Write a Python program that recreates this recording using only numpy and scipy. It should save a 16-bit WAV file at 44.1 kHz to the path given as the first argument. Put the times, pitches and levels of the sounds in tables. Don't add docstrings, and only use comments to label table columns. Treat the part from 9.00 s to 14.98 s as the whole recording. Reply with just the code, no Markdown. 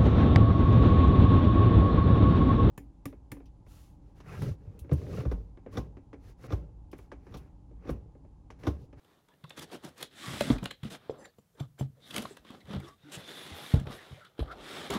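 import sys
import numpy as np
from scipy import signal
from scipy.fft import rfft, irfft
from scipy.io import wavfile
from scipy.ndimage import uniform_filter1d, map_coordinates

SR = 44100
rng = np.random.default_rng(int(sys.argv[2]) if len(sys.argv) > 2 else 0)


def makeup_ratio(level_db):
    decades = np.asarray(level_db, float) / 20
    return 10 ** decades


def store_wav(level_fs):
    pcm = np.round(np.clip(np.atleast_2d(level_fs), -1, 1) * 32767)
    wavfile.write(sys.argv[1], SR, pcm.T.astype(np.int16))


N = 263718
TIME = np.arange(N) / SR

# [pitch_hz, density_db per Hz]
QUIET_SPECTRUM = [(18, -29), (30, -7.5), (174, -2.5), (287, -19), (473, -17), (2350, -29), (10200, -31.5),
                  (11400, -29), (16000, -32)]
# [pitch_hz, t60_s]
ROOM_DECAY = [(100, 0.41), (1000, 0.0833), (4000, 0.1945), (12000, 0.067)]
# [pitch_hz, gain_db]
MIC_LIMIT = [(15700, 0), (15900, -22), (16350, -26), (16500, -90)]

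# [pitch_hz, density_db per Hz]
SCRAPE_SPECTRUM = [(700, -51.5), (1200, -4.5), (1500, 3), (2000, 4.5), (2550, 1), (3000, 3.5), (3500, 7),
                   (3950, 2.5), (4500, -6), (5500, -16), (7200, -42.5), (12000, -82)]
# [pitch_hz, density_db per Hz]
HISS_SPECTRUM = [(2940, -15.5), (5000, -2.5), (7560, -3.5), (9550, -5.5), (10900, -5), (14700, -16),
                 (16000, -14)]
# [pitch_hz, density_db per Hz]
TAPE_SPECTRUM = [(700, -45), (1200, -7), (1600, 1), (2100, 2), (2600, 1), (3300, 6.5), (4000, 3),
                 (4600, -6), (5500, -16), (7200, -43.5)]
# [pitch_hz, width_hz, level_db]
PANEL_MODES = [(400, 175, 3), (590, 191, 4), (738, 249, 1), (1242, 390, -6.5)]
# [pitch_hz, width_hz, level_db]
HOLLOW_MODES = [(81, 11, -4.5), (142, 26, 1.5), (210, 50.5, 2), (268.6, 55, 4)]
# [pitch_hz, level_db, t60_s]
AIR_MODES = [(135, -3, 0.14), (280, -13, 0.1308), (454, -19.5, 0.12), (600, -13.5, 0.04)]
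# [pitch_hz, width_hz, level_db]
BLADE_MODES = [(4450, 90, -9), (5000, 140, -11), (6060, 160, -6), (7480, 220, 0), (8640, 200, -15),
               (9750, 240, -11)]

# [start_s, level_db (peak), pitch_hz, t60_s]
DRUM_BLOWS = [(1.28, -35, 174, 0.051), (1.502, -15, 253, 0.082), (1.626, -29.5, 185, 0.058),
              (1.851, -31.5, 210, .061), (2.605, -36, 135, 0.12), (2.8096, -24.5, 195, 0.032),
              (3.151, -43, 319, .104), (3.181, -35.5, 210, 0.12), (3.703, -38, 197.6, 0.14),
              (3.747, -33, 193, 0.15), (3.763, -30, 90, 0.1), (4.172, -40.5, 157, 0.056),
              (4.514, -40.5, 85.5, 0.12), (4.867, -35, 107, 0.057), (5.9, -34, 400, 0.2),
              (5.935, -39, 290, .092), (1.41, -32.5, 215, 0.11), (1.335, -38, 110, 0.074),
              (2.385, -53.5, 200, 0.066), (2.606, -44, 138, .2), (2.81, -38, 138, .2), (3.2, -38, 250, .08)]
# [start_s, level_db (peak), pitch_hz, t60_s]
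DAMPED_KNOCKS = [(.438, -42.5, 145.8, 0.1), (1.409, -22, 590, 0.041), (1.831, -29.5, 136.6, .0466),
                 (2.096, -22, 454, 0.02), (2.604, -32, 294, 0.021), (3.252, -37.5, 636, 0.017),
                 (3.254, -33, 1084, 0.02), (3.309, -42, 400, .042), (3.503, -38, 232, 0.037),
                 (4.034, -56, 145, 0.36), (4.7383, -0.5, 101, 0.02), (4.763, -31, 268, 0.037),
                 (4.812, -32.5, 180, .05), (4.842, -37, 130, .05), (2.096, -40, 715, 0.019),
                 (2.108, -36, 523, .04), (2.124, -39, 400, 0.037), (2.606, -40, 696, 0.019),
                 (2.795, -35.5, 400, .015), (2.81, -36, 750, 0.017), (5.399, -29.5, 423, 0.014),
                 (5.426, -33.5, 616, 0.018), (5.905, -35.5, 140, 0.11), (3.68, -44, 145, 0.09),
                 (3.735, -36, 142, .14), (4.9, -40, 230, .06), (2.384, -52, 480, .03),
                 (1.47, -39, 205, 0.049), (5.11, -39, 109, .047), (5.124, -36, 105, 0.064),
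                 (5.392, -20.5, 337, 0.013), (5.956, -28.5, 210, .09)]
# [start_s, level_db (peak), pitch_hz, t60_s]
DESK_BUMPS = [(1.513, -25, 44.6, 0.15), (1.5, -45.5, 37, 0.24), (1.5, -50.5, 45, .17),
              (4.744, -21, 51, .141), (5.406, -17, 63, 0.057), (5.58, -51, 45, .177),
              (3.64, -49, 80, 0.092), (3.385, -53.5, 56, 0.09), (5.91, -38.5, 63, .12)]

# [start_s, end_s, level_db, pitch_hz (centre)]
SKIN_BRUSHES = [(1.14, 1.567, -56.5, 7500), (1.22, 1.5, -54, 3500), (1.2, 1.55, -58, 5000),
                (4.113, 4.177, -51.5, 7700), (4.117, 4.176, -52.5, 3020), (4.167, 4.22, -63, 10500),
                (4.28, 4.498, -61, 10400), (4.535, 4.6, -62, 12500), (4.54, 4.768, -60.5, 10700),
                (4.895, 4.994, -63, 10500), (5.604, 5.9, -64.5, 7950), (3.04, 3.3, -65, 11000),
                (2.59, 2.626, -69, 12000), (2.78, 2.83, -66, 12000), (5.4, 5.44, -68, 10500)]
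# [start_s, end_s, level_db, pitch_hz]
CREASE_SQUEAKS = [(3.0, 3.135, -58, 3620), (4.25, 4.58, -55.5, 3490), (4.5, 4.76, -59, 3560),
                  (3.28, 3.375, -58.5, 8000), (0.3, 0.38, -72, 1760), (2.196, 2.321, -61, 1780),
                  (2.12, 2.332, -60, 520), (0.061, 0.25, -78, 1040), (5.9, 6.0, -41.5, 1150),
                  (3.85, 3.93, -62, 1150), (3.79, 3.83, -53, 2080), (3.79, 3.88, -61, 1400),
                  (5.52, 5.56, -55.5, 700), (3.6, 3.64, -66, 2050), (3.8, 3.88, -55, 349),
                  (4.035, 4.122, -61.5, 293), (4.028, 4.11, -62.5, 1430), (4.95, 5.07, -57, 1800),
                  (5.142, 5.175, -58, 2195), (5.157, 5.234, -63, 586), (5.19, 5.27, -60.5, 1400),
                  (5.235, 5.29, -62, 1360), (5.24, 5.3, -60, 3600), (3.6, 3.625, -62, 4000),
                  (0.45, .55, -63, 3700), (2.545, 2.605, -72, 1600), (2.53, 2.605, -68, 430),
                  (2.777, 2.8, -61, 1600), (2.243, 2.263, -50, 1860), (.437, 0.459, -51, 1095),
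                  (0.285, 0.35, -70.5, 3500), (2.96, 3.02, -70, 497), (3.875, 3.9, -60, 5500),
                  (4.895, 4.915, -51, 505), (4.864, 4.885, -54, 870), (.72, .78, -52, 374),
                  (1.2, 1.4, -50, 1150), (4.45, 4.75, -58, 800), (5.515, 5.54, -61, 4300),
                  (5.471, 5.523, -52, 1280), (5.497, 5.552, -47.5, 1374)]
# [start_s, end_s, level_db, pitch_hz]
THIN_TONES = [(4.17, 4.58, -54, 3500), (4.0, 4.12, -66, 3650), (4.55, 4.75, -58, 3500),
              (2.245, 2.31, -66, 4430), (2.1, 2.128, -65, 6000), (2.1, 2.124, -66, 5050),
              (2.258, 2.293, -55.5, 480), (5.005, 5.06, -64, 1950), (5.08, 5.19, -65, 3250),
              (5.2, 5.3, -65, 1400), (3.86, 3.95, -60.5, 1155), (3.69, 3.73, -55, 3250),
              (3.47, 3.53, -60, 3250), (3.83, 3.87, -62, 3420), (0.275, 0.327, -68, 965)]

# [start_s, level_db (peak), brightness_db]
TAPE_PEELS = [(.5906, -33.5, 2.5), (.8454, -38, 4.5), (.8854, -44.5, 1.5), (.9773, -49.5, 8),
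              (1.2278, -29.5, -10), (1.4049, -12.5, -9), (1.4181, -28, -1), (1.5808, -30.5, -14),
              (1.707, -22.5, -10), (1.8514, -38, -25), (1.9011, -35.5, -4), (2.0957, -38.5, -23.5),
              (2.5981, -31.5, -12.5), (3.1053, -28, -9), (3.6031, -47, -7), (4.1502, -35, -2),
              (4.796, -36, -5.5), (5.247, -38, -9), (5.3908, -33, -13), (5.9358, -22, -5.5)]
# [start_s, level_db (peak), brightness_db]
TAPE_SNAPS = [(.0438, -52, -5), (.2824, -47.5, -7), (.4374, -35.5, -12.5), (.5028, -34.5, -12.5),
              (.8342, -41, -8), (1.0086, -31.5, -4.5), (1.274, -30, -14), (1.3598, -33, -18.5),
              (1.6377, -35, 4.5), (1.8307, -32.5, -13), (1.9455, -29.5, -11), (2.251, -40.5, -8.5),
              (2.787, -42, -2.5), (2.794, -39, -1), (3.2523, -30, -29), (3.3667, -32.5, -5.5),
              (3.7483, -45, -23), (4.118, -40, 6), (4.8667, -27.5, -20), (5.9008, -21.5, -1.5)]
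# [start_s, level_db (peak), brightness_db]
CREASE_BUCKLES = [(.3348, -56, -11), (.6233, -40, 7.5), (.6966, -49, -14.5), (.7484, -38.5, -15),
                  (1.499, -22, -16), (1.6267, -33.5, -8), (2.3815, -54, -1), (2.5489, -63.5, -7),
                  (2.8065, -34, -25), (3.2184, -34.5, 4.5), (3.3088, -52, -3), (3.4471, -50, -15),
                  (3.5015, -45, -1), (3.5432, -43.5, -21.5), (3.7042, -38, -24), (3.7316, -36, -22.5),
                  (3.7644, -42, -22), (3.7978, -41, -3), (3.8767, -51, -4), (4.7383, -30, -7.5),
                  (4.8963, -43, -17.5), (5.3767, -47, -16), (5.3985, -34, -27), (5.4255, -40, -18),
                  (5.455, -47, -20), (5.475, -47, -20)]
# [start_s, level_db (peak), brightness_db]
TAPE_CRACKS = [(1.0258, -22, -0.5), (1.6552, -12.5, -14.5), (3.1415, -24, -6), (3.1618, -18, 0.5),
               (3.1787, -18.5, -1.5)]
# [start_s, level_db (peak), brightness_db]
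FINGER_TICKS = [(.4945, -46, 14), (.504, -36, -12), (1.0268, -24, -2), (1.5, -28, -14), (1.831, -36, -10),
                (3.447, -46, -12), (3.503, -44, -12), (2.255, -42, -6), (3.4687, -48, -10),
                (3.654, -47, -7), (3.718, -38, -14), (3.733, -34, -8), (3.747, -33, -12), (3.762, -35, -14),
                (3.845, -44, -12), (3.885, -44, -6), (4.118, -40, 0), (3.181, -30, -12), (.745, -38, -6),
                (.835, -40, -6), (5.392, -34, -10), (5.401, -34, -12), (3.8, -45, -8), (4.739, -46, -8),
                (4.757, -42, 0), (4.857, -50, -2), (5.41, -42, -7), (5.518, -44, -12), (3.11, -35.5, -6),
                (3.225, -37, -6), (1.52, -38, -4)]

# [start_s, end_s, level_db, pitch_ratio to the blade at rest]
BLADE_STROKES = [(2.09, 2.129, -75, 1.0), (2.17, 2.27, -63, 1.005), (2.236, 2.268, -62, .965),
                 (2.374, 2.409, -73.5, 0.96), (2.597, 2.609, -56.5, 1.0), (2.783, 2.824, -57, 1.0),
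                 (2.54, 2.56, -76, 1.0)]
# [time_s, speed_db, weight_db (on the card, over the speed)]
LONG_SLIDES = [
    (-4.5, -1.5, [(0, -81.5, 8.5), (.116, -73.5, 5), (.31, -89, 7), (.54, -71, 4), (.708, -66, 4.5), (.81, -69.5, 4), (1.11, -77, 2)]),
    (-6.5, 3, [(1.11, -66.5, -4), (1.2, -52.5, -6), (1.304, -46.5, -2), (1.456, -47, -1.5), (1.526, -47, 8), (1.6, -67, 10.5), (1.666, -62, 9.5), (1.8, -83, -8)]),
    (-14, -1.5, [(1.8, -76, -1), (1.876, -57, -11), (1.924, -74, 3), (2.066, -66, 5), (2.156, -70.5, 12.5), (2.282, -85, 15.5), (2.35, -85, -2)]),
    (-2, 3.5, [(2.95, -87, 6), (3.078, -60, -1.5), (3.184, -55.5, 8.5), (3.234, -55.5, 5.5), (3.302, -61, 1), (3.42, -79.5, 4)]),
               (-1.5, 2.5, [(3.42, -80, 8.6), (3.542, -68.5, 11.7), (3.692, -77.5, 2.7), (3.736, -74.5, 31.6), (3.812, -70, 4.5), (3.878, -63, 2), (3.98, -81.5, 2.2)]),
    (-8.5, -3, [(3.98, -74, -6), (4.092, -63, 0), (4.15, -53, 2.5), (4.252, -57, -2.5), (4.302, -52, -4.5), (4.58, -51, -2), (4.72, -49, -4.5), (4.77, -54, 9), (4.85, -67.5, 3)]),
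    (-8.5, -8, [(4.85, -69.5, 18), (4.924, -51, 2), (5.018, -58, 1), (5.12, -59.5, 2.5), (5.218, -64.5, -2), (5.33, -75.5, 5)]),
    (-11, -3, [(5.33, -78, 4), (5.446, -66.5, 12), (5.558, -63.5, 10.5), (5.658, -49.5, -1.5), (5.774, -45.5, -0.5), (5.862, -48, 1), (5.98, -59, -4)]),
]
# [start_s, end_s, speed_db, weight_db]
SAW_STROKES = [(.561, .616, -52.5, 3), (.602, .665, -51.5, 2.5), (.703, .792, -54, 6),
               (.819, .927, -57.5, 8.5), (.958, 1.099, -53.5, -1), (1.829, 1.917, -59.5, 4),
               (1.893, 1.99, -52, 1), (2.559, 2.684, -67, 10.5), (2.771, 2.88, -63.5, 8.5),
               (3.123, 3.234, -49.5, 4), (4.115, 4.19, -53, -16)]
# [start_s, end_s, speed_db, weight_db]
HAND_PRESSES = [(.265, .408, -81.5, 11), (2.175, 2.291, -72, 15), (3.431, 3.609, -61.5, -8),
                (3.643, 3.845, -56, 6), (3.814, 3.927, -64.5, 3), (5.508, 5.547, -54, -2),
                (5.893, 6.011, -41, 6.5)]


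def unit(x):
    return x / np.sqrt(np.mean(x ** 2) + 1e-20)


def along(points, hz):
    f, v = np.transpose(points)
    return np.interp(np.log(hz + 1), np.log(f + 1), v)


def wobble(rate):
    knots = rng.standard_normal(int(N * rate / SR) + 4)
    return map_coordinates(knots, [TIME * rate])


def response(shape):
    f = np.fft.rfftfreq(2 ** 14, 1 / SR)
    if len(shape[0]) == 3:
        spectrum = 0
        for k, (hz, width, db) in enumerate(shape):
            resonance = 1j * f * width / (hz * hz - f * f + 1j * f * width)
            spectrum = spectrum + (-1) ** k * makeup_ratio(db) * resonance
        h = irfft(spectrum)
    else:
        cepstrum = irfft(np.log(makeup_ratio(np.maximum(along(shape, f), -70))))
        cepstrum[1:len(f) - 1] *= 2
        cepstrum[len(f):] = 0
        h = irfft(np.exp(rfft(cepstrum)))
    return h[:len(f)] / np.linalg.norm(h[:len(f)])


def through(shape, x):
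    return signal.fftconvolve(x, response(shape))[:N]


def swell(start, end, edge=1.8, lean=.722):
    out, span = np.zeros(N), slice(int(start * SR), int(end * SR))
    progress = np.clip((TIME[span] - start) / (end - start), 0, 1)
    out[span] = np.abs(np.sin(np.pi * progress ** lean)) ** edge
    return out


def bending(x, depth_db, bins=2, frames=8):
    z = signal.stft(x, nperseg=512)[2]
    field = rng.standard_normal(z.shape)
    for axis, size in enumerate((bins, frames)):
        field = uniform_filter1d(field, size, axis)
        field = uniform_filter1d(field, size, axis)
    gain = makeup_ratio(depth_db * unit(field))
    gain = gain / np.sqrt(np.mean(gain ** 2))
    return signal.istft(z * gain, nperseg=512)[1][:N]


def grains(clump_db, tick_db, bend_db):
    clumps = clump_db * (wobble(30) + 0.3 * wobble(120))
    slips = tick_db * np.abs(wobble(700))
    return unit(makeup_ratio(clumps + slips) * bending(rng.standard_normal(N), bend_db))


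def background_quiet():
    return makeup_ratio(-71.5 + 0.4 * wobble(5)) * through(QUIET_SPECTRUM, rng.standard_normal(N))


def room(x):
    out, step = np.zeros(N + SR), SR // 3
    delay = 180
    for k in range(0, N, step):
        hz, t, z = signal.stft(rng.standard_normal(SR // 3), SR, nperseg=256)
        decay = makeup_ratio(-60 * t / along(ROOM_DECAY, hz)[:, None])
        tail = signal.istft(z * decay, SR, nperseg=256)[1]
        wet = signal.fftconvolve(x[k:k + step], tail / np.linalg.norm(tail))
        out[k + delay:][:len(wet)] += wet
    return out[:N]


def thumps():
    out, t = np.zeros(N + SR), np.arange(SR // 2) / SR
    # how much the air rings, dB
    for rows, air_db in ((DRUM_BLOWS, -4.5), (DAMPED_KNOCKS, -20), (DESK_BUMPS, -19.5)):
        for s, db, hz, t60 in rows:
            panel = makeup_ratio(-60 * t / t60) * np.sin(2 * np.pi * hz * t)
            air = np.zeros(len(t))
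            for f, level, ring in AIR_MODES:
                level_chance, pitch_chance = rng.standard_normal(2)
                fall = makeup_ratio(air_db + level + 1.9 * level_chance - 60 * t / ring)
                air += fall * np.sin(2 * np.pi * f * (1 + 0.013 * pitch_chance) * t)
            onset = 1 - np.exp(-t * hz / 0.34)
            out[round(s * SR):][:len(t)] -= makeup_ratio(db + 5.5) * (panel + air) * onset
    return out[:N]


def brushing():
    out, nap = np.zeros(N), bending(rng.standard_normal(N), 1.6)
    for a, b, db, hz in SKIN_BRUSHES:
        span = slice(int(a * SR), int(b * SR))
        skin = [(hz, .42 * hz, 0)]
        rub = (nap * makeup_ratio(db - 4) * swell(a, b, edge=.7, lean=1.1))[span]
        out[span] += through(skin, through(skin, rub))[:len(rub)]
    return out


def squeaks():
    out, fibres = np.zeros(N), grains(clump_db=1.4, tick_db=2.5, bend_db=1.6)
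    for rows, width, edge in ((CREASE_SQUEAKS, .12, 1.86), (THIN_TONES, .035, .9)):
        for a, b, db, hz in rows:
            span = slice(int(a * SR), int(b * SR) + SR // 10)
            rub = (fibres * makeup_ratio(db - 13.0) * swell(a, b, edge))[span]
            near_pitch = through([(hz, 0.35 * hz, 0)], rub)
            modes = [(hz, width * hz, 0), (1.59 * hz, 0.11 * hz, -12)]
            out[span] += through(modes, near_pitch)[:len(rub)]
    return out


def snaps():
    lead = SR // 50
    force, t = np.zeros((3, N + SR)), np.arange(-lead, SR // 8) / SR
    stretch = np.array([[1.1], [.9], [1.4]])
    kinds = ((TAPE_PEELS, -11.5, .019, .6), (TAPE_SNAPS, -.5, .019, .35), (CREASE_BUCKLES, 7.5, .02, .4),
             (TAPE_CRACKS, -9, .012, .6), (FINGER_TICKS, -4, .009, .5))
    for rows, panel_db, t60, gather in kinds:
        late = (t - .19 * t60) / (t60 * stretch)
        burst = 1 / (makeup_ratio(60 * late) + makeup_ratio(-60 * late / gather))
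        for s, db, hiss_db in rows:
            levels_db = db - 10 + np.array([[0], [hiss_db], [panel_db]])
            force[:, round(s * SR):][:, :len(t)] += makeup_ratio(levels_db) * burst
    force = force[:, lead:N + lead] * grains(clump_db=.6, tick_db=2.4, bend_db=2.6)
    return through(TAPE_SPECTRUM, force[0]) + through(HISS_SPECTRUM, force[1]) + through(PANEL_MODES, force[2])


def blade():
    out, fibres = np.zeros(N), grains(clump_db=1.2, tick_db=3, bend_db=1.2)
    for a, b, db, bent in BLADE_STROKES:
        grip = rng.standard_normal(len(BLADE_MODES))
        modes = [(hz * bent, w, level / 2 + .6 * g) for (hz, w, level), g in zip(BLADE_MODES, grip)]
        once = response(modes)
        steel = signal.fftconvolve(once, once)
        rub = fibres * makeup_ratio(db) * swell(a, b)
        out += signal.fftconvolve(rub, steel / np.linalg.norm(steel))[:N]
    return out


def shares(speed_db, weight_db, hiss_db, hollow_db):
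    hiss = speed_db + hiss_db + .18 * (speed_db + 50.5)
    panel = speed_db + weight_db
    return makeup_ratio(np.array([speed_db, hiss, panel, panel + hollow_db]))


def rubbing():
    slides, strokes = np.zeros((2, 4, N))
    for hiss_db, hollow_db, course in LONG_SLIDES:
        s, speed_db, weight_db = np.transpose(course)
        speed = np.interp(TIME, s, speed_db, -200, -200)
        slides += shares(speed, np.interp(TIME, s, weight_db), hiss_db, hollow_db)
    for rows, hiss_db, hollow_db in ((SAW_STROKES, -3, -1), (HAND_PRESSES, -11, -2.5)):
        for a, b, speed_db, weight_db in rows:
            strokes += shares(speed_db, weight_db, hiss_db, hollow_db)[:, None] * swell(a, b)
    force = slides * grains(clump_db=.6, tick_db=2.8, bend_db=1.4)
    force += strokes * grains(clump_db=1.1, tick_db=3, bend_db=2.4)
    bodies = (SCRAPE_SPECTRUM, HISS_SPECTRUM, PANEL_MODES, HOLLOW_MODES)
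    return sum(through(body, f) for body, f in zip(bodies, force))


def scene():
    sharp, soft = snaps() + blade(), thumps()
    reflected = room(makeup_ratio(-10.5) * sharp + makeup_ratio(-15.5) * soft)
    mix = background_quiet() + reflected + soft + brushing() + squeaks() + sharp + rubbing()
    return mix[None]


def band_limit(x):
    return signal.sosfilt(signal.butter(12, 16500, fs=SR, output="sos"), x)


def record(dry):
    heard = signal.sosfilt(signal.butter(5, 39, "high", fs=SR, output="sos"), dry)
    treble_gain = makeup_ratio(along(MIC_LIMIT, np.fft.rfftfreq(N, 1 / SR)))
    heard = irfft(rfft(heard) * treble_gain, N)
    return band_limit(heard)


dry = scene()
out = record(dry)
store_wav(out)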